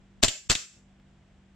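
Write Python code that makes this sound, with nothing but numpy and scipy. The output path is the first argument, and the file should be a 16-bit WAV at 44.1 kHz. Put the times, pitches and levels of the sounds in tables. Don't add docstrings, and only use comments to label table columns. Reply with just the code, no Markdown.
import sys
import numpy as np
from scipy import signal
from scipy.fft import rfft, irfft, next_fast_len
from scipy.io import wavfile
from scipy.ndimage import uniform_filter1d, map_coordinates

SR = 44100
rng = np.random.default_rng(int(sys.argv[2]) if len(sys.argv) > 2 else 0)


def store_wav(level_fs):
    pcm = np.round(np.clip(np.atleast_2d(level_fs), -1, 1) * 32767)
    wavfile.write(sys.argv[1], SR, pcm.T.astype(np.int16))


N = 68355
T = np.arange(N) / SR

# (time [s], gas level [dB], thump level [dB], room answer level [dB])
SHOTS = [(0.229, 2.5, 10, -15.5), (.498, 2, 8.5, -13.5)]


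def amp(db):
    return 10 ** (np.asarray(db) / 20)


def unit(x):
    return x / np.sqrt(np.mean(x ** 2) + 1e-20)


def along(points, hz):
    f, v = np.transpose(points)
    return np.interp(np.log(hz + 1), np.log(f + 1), v)


def wobble(rate_hz):
    knots = rng.standard_normal(int(N * rate_hz / SR) + 4)
    return map_coordinates(knots, [T * rate_hz])


def filtered(x, response):
    m = next_fast_len(N + 8192)
    return irfft(rfft(x, m) * response(np.fft.rfftfreq(m, 1 / SR)), m)[..., :N]


def rush(spectrum, alike):
    def mid_side(hz):
        turn = np.arccos(np.clip(along(alike, hz), -1, 1)) / 2
        return amp(along(spectrum, hz)) * [np.cos(turn), np.sin(turn)]

    mid, side = filtered(rng.standard_normal((2, N)), mid_side)
    return unit(np.array([mid + side, mid - side]))


def fall(start_s, t60_s):
    onset_s = 0.0006
    t = np.maximum(T - start_s, 0)
    return (1 - np.exp(-t / onset_s)) * amp(-60 * t / t60_s)


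def pan(db):
    return amp([[db / 2], [-db / 2]])


def background():
    # (frequency [Hz], relative level [dB])
    motor_lines = [(48.4, -65.5), (70.0, -68.5), (145.3, -67), (193.8, -60.5), (242.2, -71.5), (339.1, -75)]
    # (frequency [Hz], relative level [dB per Hz])
    air_colour = [(12, -33.5), (20, -4.5), (58, -3.06), (104, -2), (198, -13), (285, -11.5), (485, -17.5),
                  (698, -16.5), (1090, -22.5), (1480, -21.5), (3300, -25.5), (4200, -32), (6500, -34.5),
                  (7730, -33), (9000, -46.5), (16000, -75.5)]
    # (frequency [Hz], left-right correlation [-1..1])
    air_alike = [(50, 1), (300, .8), (2000, .6), (8000, 0.13)]
    # (time [s], level [dB])
    ticks = [(.998, -56)]
    # (frequency [Hz], relative level [dB per Hz])
    tick_colour = [(200, -8), (800, -2), (3000, 0), (4000, -14), (9000, -32)]
    hum_offset_db, hum_waver_db, air_db = 1, 1.5, -62.5

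    hum = 0
    for hz, db in motor_lines:
        level = amp(db + hum_offset_db + hum_waver_db * wobble(8))
        hum = hum + level * np.sin(2 * np.pi * hz * T + .4 * wobble(4.4))
    tick = sum(amp(db) * fall(s, 0.017) for s, db in ticks) * rush(tick_colour, [(500, 0.924)])
    air = amp(air_db + .5 * wobble(12)) * rush(air_colour, air_alike)
    return hum + tick + air


def gas():
    # (frequency [Hz], relative level [dB per Hz])
    hiss_colour = [(88, -36), (150, -10), (504, -9.5), (1100, -4.5), (1450, -8), (2980, -3.5), (6390, -3),
                   (7470, 0.5), (10000, -23), (14800, -29.5), (16000, -54.5)]
    rise_s, hold_s, t60_s = 0.012, 0.005, 0.097
    thump_hz, thump_t60_s, thump_pan_db = 71.3, 0.026, -3.5

    shape, thump = 0, 0
    for s, gas_db, thump_db, _ in SHOTS:
        rise_db = 60 * np.minimum(T - s, 0) / rise_s
        fall_db = 60 * np.maximum(T - s - hold_s, 0) / t60_s
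        shape = shape + amp(gas_db + rise_db - fall_db)
        tone = np.sin(2 * np.pi * thump_hz * (T - s))
        thump = thump + amp(thump_db) * fall(s, thump_t60_s) * tone
    flutter = amp(1.5 * wobble(400))
    hiss = shape * flutter * rush(hiss_colour, [(200, 1.0), (8000, 0.62)]) * pan(.4)
    return hiss + thump * pan(thump_pan_db)


def slide():
    # (time [s], level [dB], left over right [dB])
    clacks = [(0.23, 17, 6.5), (.2325, 6.5, 4.5), (0.235, 18.5, 9), (0.2436, 11.5, 3), (0.2467, 8, 3),
              (.2702, -2.5, 3), (0.499, 12.5, -0.5), (0.5047, 11.5, 6), (0.5081, 8, -4.5),
              (0.511, -6.5, -11.5), (.5152, 5, 22)]
    # (time [s], level [dB], knock level [dB], knock left over right [dB])
    slam_hits = [(0.2812, -2.5, -18, 5.5), (0.5512, -4.5, -18.5, -4.6)]
    # (frequency [Hz], relative level [dB per Hz])
    clack_colour = [(150, -17), (600, -5.5), (2300, -8), (3500, 0.5), (6400, -7), (7450, 2.5), (9000, -24),
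                    (10500, -32.5), (15000, -30), (16000, -46.5)]
    # (frequency [Hz], relative level [dB per Hz])
    slam_colour = [(88, -26), (150, -6.5), (1040, -22.5), (3420, 0), (4950, -12), (6140, -10), (7470, -5),
                   (10600, -33), (14500, -34), (16000, -41.5)]
    # (frequency [Hz], relative level [dB], t60 [s])
    ring_modes = [(7300, -9, .3), (7440, -11, .22)]
    # (frequency [Hz], level re hit [dB], t60 [s])
    frame_modes = [(98, -13, .035), (250, -18.5, 0.032), (391.4, -14.5, 0.022), (633, -17.5, 0.022)]
    clack_t60_s, slam_t60_s, knock_peak_s = 0.012, .042, 0.00085
    ring_db, ring_waver_turns = -30, .3
    frame_spread_db, frame_spread_turns = 3, 0.23
    alike = [(200, 1.0), (2000, .8), (12000, 0.35)]

    crack_shape = sum(amp(db) * fall(s, clack_t60_s) * pan(lr) for s, db, lr in clacks)
    cracks = crack_shape * rush(clack_colour, alike)
    slam_shape = sum(amp(db) * fall(s, slam_t60_s) for s, db, _, _ in slam_hits)
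    slams = slam_shape * rush(slam_colour, alike) * pan(1.5)

    knocks = 0
    for s, _, db, lr in slam_hits:
        u = np.maximum(T - s, 0) / knock_peak_s
        knocks = knocks + amp(db) * u * np.exp(1 - u) * pan(lr)

    hits = [row[:2] for row in clacks + slam_hits]
    ring = 0
    for hz, db, t60_s in ring_modes:
        tone = np.sin(2 * np.pi * (hz * T + ring_waver_turns * wobble(130)))
        strikes = sum(amp(hit_db) * fall(s, t60_s) for s, hit_db in hits)
        ring = ring + amp(db + ring_db) * tone * strikes

    frame = 0
    for s, hit_db in hits:
        for hz, db, t60_s in frame_modes:
            level = amp(hit_db + db + rng.normal(0, frame_spread_db, (2, 1)))
            turns = hz * (T - s) + rng.normal(0, frame_spread_turns, (2, 1))
            frame = frame + level * fall(s, t60_s) * np.sin(2 * np.pi * turns)
    return cracks + slams + knocks + ring + frame


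def room(x):
    # (frequency [Hz], t60 [s])
    decay = [(100, .12), (500, 0.28), (2000, 0.2965), (5000, 0.292), (8000, .32), (14000, 0.29)]
    # (frequency [Hz], relative level [dB])
    wall_colour = [(100, -9.5), (300, -2), (620, -9.5), (2500, 0), (4000, -5), (5500, 4.5), (7300, -2.2),
                   (10000, -2.5), (15000, 0)]
    correlation, delay_samples = 0.277, 300

    noise = rush([(20, 0.019), (20000, 0.00022)], [(20, correlation)])[:, :SR // 2]
    hz, t, z = signal.stft(noise, SR, nperseg=256)
    tail_db = along(wall_colour, hz)[:, None] - 60 * t / along(decay, hz)[:, None]
    tail = signal.istft(z * amp(tail_db), SR, nperseg=256)[1]
    tail = tail / np.linalg.norm(tail[0])
    return signal.fftconvolve(np.pad(x, (delay_samples, 0))[None], tail, axes=1)[:, :N]


def scene():
    # (frequency [Hz], phase by which left leads [rad])
    left_lead = [(60, 0.12), (200, 1.2), (1000, .6), (3000, .5), (7300, .8), (12000, 1.4)]
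    pistol = gas() + slide()
    shot_index = np.searchsorted([row[0] - .03 for row in SHOTS[1:]], T)
    wet = 0
    for k, (_, _, _, room_db) in enumerate(SHOTS):
        wet = wet + amp(room_db) * room(pistol.mean(0) * (shot_index == k))
    near = filtered(pistol, lambda hz: np.exp(.5j * along(left_lead, hz) * np.array([[1], [-1]])))
    return near + wet + background()


def record(dry):
    knee_db, squeeze_db_per_db, ahead_s, recover_db_per_s = -34.5, 0.3599, .012, 298
    duck_db, duck_from_db, duck_soft_db, duck_above_hz = 9, -53.5, 3, 2000
    low_hz, top_hz, clip_level = 13, 16000, .68

    def level_db(x, size):
        power = np.abs(uniform_filter1d(np.mean(x ** 2, 0), size=size))
        return 10 * np.log10(power + 1e-12)

    def high_pass(x, hz):
        return signal.sosfilt(signal.butter(2, hz, 'high', fs=SR, output='sos'), x)

    need_db = -squeeze_db_per_db * np.maximum(level_db(dry, 256) - knee_db, 0)
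    need_db = np.interp(T + ahead_s, T, need_db)
    recovery_db = recover_db_per_s * T
    limit_db = np.minimum(np.minimum.accumulate(need_db - recovery_db) + recovery_db, 0)

    treble_db = level_db(high_pass(dry, duck_above_hz), 500)
    ducked_db = -duck_db / (1 + np.exp((duck_from_db - treble_db) / duck_soft_db))
    gain = amp(uniform_filter1d(limit_db, size=100) + ducked_db)

    held = high_pass(dry, low_hz) * gain
    held = held / (1 + np.abs(held / clip_level) ** 4) ** (1 / 4)
    return filtered(held, lambda hz: np.clip((top_hz + 300 - hz) / 600, 0, 1) ** 2)


dry = scene()
out = record(dry)
store_wav(out)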